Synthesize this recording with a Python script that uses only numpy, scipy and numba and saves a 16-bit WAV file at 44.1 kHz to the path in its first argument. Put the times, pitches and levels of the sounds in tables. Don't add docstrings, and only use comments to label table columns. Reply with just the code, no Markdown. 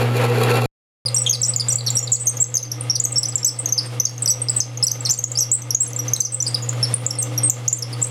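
import sys
import numpy as np
from scipy import signal
from scipy.fft import rfft, irfft
from scipy.io import wavfile
from scipy.ndimage import uniform_filter1d, minimum_filter1d
from numba import njit

SR = 44100
rng = np.random.default_rng(int(sys.argv[2]) if len(sys.argv) > 2 else 0)


def wrap_up_sound(samples):
    columns = np.atleast_2d(samples).T
    tamed = np.clip(columns, -1, 1)
    steps = np.round(tamed * 32767).astype(np.int16)
    wavfile.write(sys.argv[1], SR, steps)


N = 357210

# [start t/s, length/ms, middle f/Hz, fall in f/Hz, level/dB before gain control]
SQUEAKS = [(1.058, 16, 4900, 81, -5), (1.083, 8.2, 4230, -400, -9), (1.144, 6.7, 7420, 350, -2),
           (1.149, 23, 8330, -42, -7.5), (1.164, 19, 5710, -42, -3.5), (1.18, 24, 8080, 78, -6),
           (1.2178, 10.8, 7830, -170, -5.5), (1.263, 19.7, 3480, 502, -6.5), (1.2939, 11, 6360, 395, -0.5),
           (1.308, 8.5, 6480, -150, 0.5), (1.3288, 13.7, 5230, 993, -3), (1.345, 14.3, 4540, 1276, -8),
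           (1.4154, 8.8, 7500, -30, -3), (1.429, 24, 5870, 443, -2), (1.4493, 20, 7520, 1150, -6.5),
           (1.4809, 26, 8050, -200, -4), (1.537, 5.8, 5060, -330, -8.5), (1.5613, 8, 7210, 577, -2),
           (1.597, 19.5, 4860, 797, -4.5), (1.684, 16, 7940, -960, -2), (1.702, 14.6, 5740, 32, -6),
           (1.719, 17, 7520, 1340, -5.5), (1.756, 8.6, 7490, -150, -0.5), (1.784, 11, 4560, -250, -15),
           (1.806, 6.7, 4330, 900, -12.5), (1.8638, 25, 5490, 501, -10), (1.869, 26.4, 4245, 902, -8),
           (1.9026, 6.8, 7320, 1128.5, -4.5), (1.952, 40, 7860, -620, -10.5), (1.968, 25, 5660, 76, -2),
           (1.991, 4.7, 6830, 900, -0.5), (2.027, 24, 7170, -78, -10.5), (2.0728, 10, 4580, 1800, -13),
           (2.1183, 31, 7400, 745, 3), (2.132, 6.5, 5970, 300, -10), (2.16, 11, 4580, 598, -16),
           (2.1507, 9.3, 7700, 248, -0.5), (2.199, 43, 8160, 1100, -8.5), (2.2566, 14, 8750, -40, -11.5),
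           (2.269, 26.5, 6360, 783, 1.5), (2.29, 15, 8300, -290, -2), (2.3692, 11, 6460, 1166, -8.5),
           (2.401, 30, 7460, 50, -0.5), (2.4225, 10.6, 7760, -40, 7), (2.441, 3.7, 6340, -220, 3.5),
           (2.5408, 6.8, 6680, 420, 0.5), (2.553, 9, 6400, -180, 3), (2.5687, 4.3, 6340, 287, 13),
           (2.576, 6.7, 5100, 399, -2), (2.627, 14, 6180, 177, -4.5), (2.7154, 10, 5600, -600, -1.5),
           (2.8079, 6.1, 8700, -300, -7), (2.898, 18, 5670, 405, 2), (2.953, 14, 5780, 230, -3.5),
           (2.955, 14, 4830, 1104, -6.5), (2.9991, 8.4, 7440, 680, 3.5), (3.0389, 10, 8000, -40, -0.5),
           (3.05, 9.4, 6510, 221, 4.5), (3.119, 13, 8070, 839, -6.5), (3.1575, 35, 5510, -200, -3.5),
           (3.181, 16.5, 7830, 179, 4), (3.231, 11, 5520, 900, -1), (3.2542, 7.4, 5950, 160, 0),
           (3.2846, 14, 7780, 30, -5.5), (3.3553, 8, 7500, 51, 7.5), (3.379, 12, 5760, 508, -13),
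           (3.4304, 6.6, 5500, -240, -3), (3.446, 12.6, 6420, 340, 10), (3.4602, 21, 7860, -25, 7),
           (3.4777, 19, 5500, 489, 2.5), (3.5876, 20.6, 8360, -370, -3.5), (3.6576, 8.1, 6480, 830, -0.5),
           (3.6892, 11, 5800, 26, -9), (3.7232, 12, 6150, -100, 5.5), (3.778, 20.5, 5130, 1000, 1),
           (3.858, 21, 8640, 2, -21), (3.999, 10.7, 6250, 291, 5), (4.0526, 6.9, 6170, 1330, 8.5),
           (4.067, 12, 4730, 403, -10), (4.18, 5, 6400, 518, -12), (4.2214, 13, 8200, 800, -4),
           (4.259, 4.9, 5870, -130, 3), (4.2757, 6.7, 5130, 852, 2), (4.282, 32, 7860, -35, 0),
           (4.302, 25, 5895, 236, 4.5), (4.4174, 10, 8400, -120, -1.5), (4.485, 7, 5100, 900, -4),
           (4.495, 13, 8000, 50, 1.5), (4.563, 27, 8040, 400, -4), (4.6032, 5.8, 6230, 420, 11),
           (4.612, 12, 5170, 298, -6), (4.7724, 7.7, 6500, 900, -12), (4.8262, 12, 5350, 209, 1.5),
           (4.8355, 16.4, 7740, 322, 3), (4.8673, 8.3, 5890, 110, 5.5), (4.876, 12.5, 5170, 902, -3.5),
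           (4.9146, 5.9, 6310, -450, 4), (5.0057, 7.8, 7820, -400, -10.5), (5.051, 15, 5720, 1000, -5),
           (5.0585, 21, 4510, 497.5, -10), (5.091, 5.5, 5280, 360, -3), (5.096, 30, 5930, -300, 1),
           (5.109, 17, 7100, 294, 7), (5.137, 6.7, 7280, 330, 1), (5.138, 10.5, 4860, 900, -9.5),
           (5.1773, 7.4, 8100, 40, -8), (5.188, 8.6, 6350, -80, 2.5), (5.239, 7.6, 6980, 415, 6.5),
           (5.278, 9, 7900, 100, -18), (5.3164, 8.6, 7080, 1100, -6.5), (5.353, 11.5, 4860, -210, -8),
           (5.373, 11.7, 5380, -64, -0.5), (5.388, 15, 7700, 100, -2.5), (5.3868, 9.1, 6290, -220, 3.5),
           (5.403, 32, 5950, 697, 3), (5.5148, 44, 7600, -1200, 6), (5.618, 9.6, 6100, 500, -11.5),
           (5.7059, 9.4, 5810, 1308.5, 0.5), (5.747, 10.4, 6600, 182, 9.5), (5.803, 22.6, 7660, 46, 6.5),
           (5.831, 8, 8180, -30, 4), (5.864, 6.5, 6500, 200, -9), (5.874, 19, 10480, 98, -14),
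           (5.932, 2.8, 6100, 542, -6), (5.962, 9.6, 7550, 369, -7), (5.9896, 19.5, 5795, 27, -7.5),
           (6.08, 12.6, 6200, 308, -7), (6.1345, 7, 6240, -320, 9), (6.163, 3.7, 4090, 310, 0.5),
           (6.2028, 8.9, 7600, 85, 1.5), (6.2056, 9.3, 6240, 26, 11.5), (6.249, 15, 6020, 300, 0.5),
           (6.263, 11, 5320, 901, -7), (6.321, 30, 8070, 471, -9.5), (6.344, 10.4, 7930, 535, -0.5),
           (6.402, 13, 5850, -140, 0), (6.424, 7.1, 7190, 364, 1), (6.465, 17.4, 4950, -600, -6.5),
           (6.479, 11.5, 8190, 370, -7.5), (6.544, 9.9, 4885, 162, 1), (6.622, 29, 6930, 242, -17.5),
           (6.689, 7, 7540, 1368, -1), (6.828, 20, 5435, 8, -4.5), (6.9398, 8.4, 9140, 100, 1.5),
           (7.064, 6.9, 7500, 833, 7.5), (7.1055, 11.7, 5740, 500, -2.5), (7.1855, 27, 8490, -47, -6),
           (7.212, 31, 8110, 1552, -9), (7.225, 8.3, 6450, 1000, -6), (7.377, 15, 5680, 70, -6),
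           (7.433, 53, 8390, -150, -5), (7.4964, 9.3, 7300, 2100, 3), (7.679, 11, 6600, -900, 4),
           (7.728, 12.7, 7440, 1591, 4.5), (7.764, 16, 8400, -600, -14), (7.8232, 11.6, 5510, 1500, -6),
           (7.928, 16.4, 4800, 900, -17.5), (8.015, 15, 7400, -200, -12), (8.025, 9.1, 7540, -350, 2.5),
           (8.0433, 7.1, 7980, -520, -2), (8.068, 7.7, 8900, 601.5, -12)]
# [t/s, load 0-1]
LOAD = [(2.2, 0.25), (2.7, 0.95)]
# [start t/s, end t/s]
PAUSE_S = (.6595, 1.052)
# [f/Hz, level/dB rms]
HUM_NEAR = [(120, -21), (240, -33.5)]
# [f/Hz, level/dB rms before gain control]
HUM_FAR = [(119.95, -20), (479.8, -41)]
# [f/Hz, width/Hz, relative level/dB]
CASTING_NEAR = [(381, 65, -7.5), (486.5, 17, 4), (782, 55, -8), (1110, 27, -13), (1330, 19, -7.5),
                (2410, 79, -17), (2715, 28, -12.5), (3340, 50, -22), (3890, 170, -24.5), (4370, 270, -22.5),
                (7190, 500, -27), (10000, 800, -24), (12600, 900, -24)]
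CASTING_FAR = [(507.7, 38.5, 2.5), (806, 122, -8.5), (1224, 77, -7.5), (2077, 147, -11.5),
               (2760, 112, -12.5), (3286, 260, -15)]
# [t/s, low-mode lift/dB, high-mode lift/dB]
TIGHT_SPOTS = [(0.17, -3, 11.5), (0.243, 4.5, 8), (0.29, 3, 4.5)]
# [t/s, envelope level/dB before gain control]
KNOCKS = [(6.728, -27)]
# [f/Hz, relative level/dB]
WHIRR_NEAR = [(25, -64), (120, -21), (480, -17), (2500, -25.5), (6000, -43.5), (12500, -48), (16000, -62.5)]
WHIRR_FAR = [(25, -48), (120, -10), (500, -17), (1600, -21), (5000, -26), (11000, -32), (16000, -54)]
# [f/Hz, level/dB]
OVERTONE = [(6000, 2.5), (11000, -10.5), (13500, -20), (16000, -30)]

TURN_HZ, TURN_PEAK_S = 3.76, 0.24
TIGHT_S, HIGH_MODES_HZ = 0.011, 2000
KNOCK_S, KNOCK_HZ, KNOCK_WIDTH_HZ = 0.013, 1500, 2800
BUILD_FROM, BUILD_SHARE = 0.78, 0.25
STEADY_ROUGH, ROUGH_FALL_HZ = 0.43, 514
GLIDE_BEND = 0.55
START_DB, TOP_DB, CLIMB_S = -9.5, -0.5, 0.37
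CEILING_DB, ATTACK_S, PEAK_HOLD_S, GAIN_SLEW_S = -9.5, 0.0016, 0.0015, 0.004
LOW_CUT_HZ, TOP_HZ = 20, 16000


def undb(db):
    return 10 ** (np.asarray(db) / 20)


def level(x, db):
    return x * undb(db) / np.sqrt(np.mean(x ** 2))


def walk(rate):
    hold = int(SR / rate)
    steps = np.repeat(rng.standard_normal(N // hold + 1), hold)
    return 0.83 * uniform_filter1d(uniform_filter1d(steps, hold), hold)[:N]


def spectrum_db(points, hz):
    point_hz, point_db = np.array(points).T
    return np.interp(np.log(hz), np.log(point_hz), point_db)


def bin_hz():
    return np.maximum(np.fft.rfftfreq(N, 1 / SR), 1)


def tint(x, points):
    return irfft(rfft(x) * undb(spectrum_db(points, bin_hz())), N)


def resonate(x, modes):
    hz, gain = bin_hz(), 0
    for k, (f, width, db) in enumerate(modes):
        gain = gain + (-1) ** k * undb(db) / (1 + 1j * (hz - f * f / hz) / width)
    gain = gain / (1 + (hz / 7000) ** 2)
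    return irfft(rfft(x) * gain, N)


def lathe(hum, casting, whirr, gear_db, whirr_db, throb_db, tooth_db, load_db=0, spots=()):
    t = np.arange(N) / SR
    tones = sum(np.sqrt(2) * undb(db + 0.5 * walk(1.9)) * np.sin(2 * np.pi * hz * t) for hz, db in hum)
    throb = throb_db * np.cos(2 * np.pi * TURN_HZ * (t - TURN_PEAK_S))
    teeth = rng.standard_normal(N) * undb(tooth_db * walk(300) + 3 * walk(15) + throb)
    air = rng.standard_normal(N) * undb(3.9 * walk(40) + 1.1 * throb)
    gears = 0
    for high in (0, 1):
        lift_db = 0
        for spot in spots:
            away = np.sin(np.pi * TURN_HZ * (t - spot[0])) / (np.pi * TURN_HZ * TIGHT_S)
            lift_db = lift_db + spot[1 + high] * np.exp(-away ** 2)
        modes = [m for m in casting if (m[0] > HIGH_MODES_HZ) == high]
        gears = gears + resonate(teeth * undb(lift_db), modes)
    running = level(gears, gear_db) + level(tint(air, whirr), whirr_db)
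    return tones + undb(load_db) * running


def loaded_motor(t, load):
    octave = undb(-39.5 - 5.0 * load) * np.sin(2 * np.pi * 239.9 * t)
    fits = rng.standard_normal(N) * undb(2.0 * walk(6.7))
    groan = resonate(fits, [(296.4, 11.0, 0)])
    return octave + load * level(groan, -37.0)


def knocks():
    t = np.arange(N) / SR
    blows = sum(undb(db) * (t >= s) * np.exp(-np.abs(t - s) / KNOCK_S) for s, db in KNOCKS)
    rattle = resonate(rng.standard_normal(N), [(KNOCK_HZ, KNOCK_WIDTH_HZ, 0)])
    return blows * level(rattle, 0)


def chips(count, db):
    when, size = rng.random((count, 2)).T
    ticks = np.zeros(N)
    ticks[(when * N).astype(int)] = undb(db - 16 * size)
    shake = signal.lfilter([1], [1, -0.97], ticks) * rng.standard_normal(N)
    return resonate(shake, [(12600, 6600, 11)])


def glides():
    s, ms, hz, fall_hz, db = np.transpose(SQUEAKS)
    return np.transpose([s, ms, hz + fall_hz / 2, hz - fall_hz / 2, db])


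def after_slips(count, weaker_db, lowest):
    chance = rng.random((count, 5)).T
    parent = (chance[0] * len(SQUEAKS)).astype(int)
    s, ms, hz, _, db = np.array(SQUEAKS)[parent].T
    start = s + ms / 1000 + 0.07 * chance[2] ** 4
    length_ms = 4 + 8.7 * chance[3]
    pitch = hz * (lowest + (1.1 - lowest) * chance[1])
    return np.transpose([start, length_ms, pitch, 0.88 * pitch, db - weaker_db - 23.0 * chance[4]])


def squeaks(slips, rise_s, sag_db, grip_db, wobble, rasp_db, snap_db, snap_s, third_db):
    out, drift = np.zeros(N), wobble * walk(500)
    grip = -grip_db * walk(300) ** 2
    rasp = undb(rasp_db) * walk(1400)
    grit = np.gradient(rng.standard_normal(N))
    for (s, ms, hz0, hz1, db), (start, bright, sharp) in zip(slips, rng.random((len(slips), 3))):
        i = np.arange(min(int(s * SR), N - 1), min(int((s + ms / 1000) * SR) + 1, N))
        share, t = np.linspace(0, 1, len(i)), (i - i[0]) / SR
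        rough = np.clip(STEADY_ROUGH + abs(hz1 - hz0) / ROUGH_FALL_HZ, 0, 1.3)
        hz = (hz0 + (hz1 - hz0) * share ** GLIDE_BEND) * (1 + rough * drift[i])
        phase = 2 * np.pi * (start + np.cumsum(hz) / SR)
        rise = np.sin(np.pi / 2 * np.clip(t / (rise_s + 0.014 * t[-1]), 0, 1)) ** 2
        rise = rise * np.minimum(BUILD_FROM + (1 - BUILD_FROM) * share / BUILD_SHARE, 1)
        fall = np.sqrt(1 - share ** 4) * undb((grip[i] - sag_db) * share)
        tone = np.sin(phase)
        for k, extra_db in ((2, 0), (3, third_db)):
            over = undb(spectrum_db(OVERTONE, k * hz) + extra_db + 4.5 - 18.5 * bright)
            tone = tone + over * np.sin(k * phase) * (k * hz < SR / 2)
        snap = undb(snap_db - 13 * sharp) * grit[i] * np.exp(-t / snap_s)
        out[i] += undb(db) * rise * (fall * (1 + rough * rasp[i]) * tone + snap)
    return out


@njit
def walls(x, lags, gain, damp):
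    line, soft, out = np.zeros((8, 4096)), np.zeros(8), np.zeros(len(x))
    for i in range(len(x)):
        total = 0.
        for k in range(8):
            soft[k] += (1 - damp) * (gain[k] * line[k, (i - lags[k]) & 4095] - soft[k])
            total += soft[k]
            out[i] += soft[k] * (1 - 2 * (k % 2))
        for k in range(8):
            line[k, i & 4095] = x[i] + soft[k] - total / 4
    return out


@njit
def ride(over_db, first, start_db, top_db, climb, attack):
    gain_db, g = np.full(len(over_db), start_db), start_db
    for i in range(first, len(over_db)):
        g += climb * (top_db - g) - attack * max(over_db[i] + g, 0.)
        gain_db[i] = g
    return gain_db


def gain_control(x):
    peak = -minimum_filter1d(-np.abs(x), max(int(PEAK_HOLD_S * SR), 1))
    over_db = 20 * np.log10(peak + 1e-9) - CEILING_DB
    first = int(PAUSE_S[1] * SR)
    gain_db = ride(over_db, first, 1. 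* START_DB, 1. * TOP_DB, 1 / (CLIMB_S * SR), 1 / (ATTACK_S * SR))
    return x * undb(uniform_filter1d(gain_db, max(int(GAIN_SLEW_S * SR), 1)))


def scene():
    t = np.arange(N) / SR
    load = np.interp(t, *np.transpose(LOAD))
    near = lathe(HUM_NEAR, CASTING_NEAR, WHIRR_NEAR, gear_db=-23.0, whirr_db=-27.5, throb_db=2.5, tooth_db=5,
                 spots=TIGHT_SPOTS)
    far = lathe(HUM_FAR, CASTING_FAR, WHIRR_FAR, gear_db=-31.5, whirr_db=-32.0, throb_db=-0.16, tooth_db=4.0,
                load_db=4.0 * (load - 1))
    machine = far + loaded_motor(t, load) + knocks() + chips(count=80, db=-20)
    slips = np.vstack([glides(), after_slips(count=360, weaker_db=17, lowest=0.78)])
    bit = squeaks(slips, rise_s=0.001, sag_db=3, grip_db=2.5, wobble=0.04, rasp_db=-5.5, snap_db=-23,
                  snap_s=0.0058, third_db=-4.5)
    lags = (211 * 1.351 ** np.arange(8)).astype(np.int64)
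    round_gain = undb(-60 * lags / SR / 0.28)
    room = walls(bit + 1e-18, lags, round_gain, 0.16)
    tailstock = gain_control(machine + bit + undb(-18.0) * room)
    return (near * (t < PAUSE_S[0]) + tailstock * (t > PAUSE_S[1]))[None]


def record(dry):
    thin = signal.sosfilt(signal.butter(1, LOW_CUT_HZ, "high", fs=SR, output="sos"), dry)
    rounded = np.tanh(1.239 * thin) / 0.98
    return signal.sosfilt(signal.ellip(10, 0.2, 90, TOP_HZ, fs=SR, output="sos"), rounded)


dry = scene()
out = record(dry)
wrap_up_sound(out)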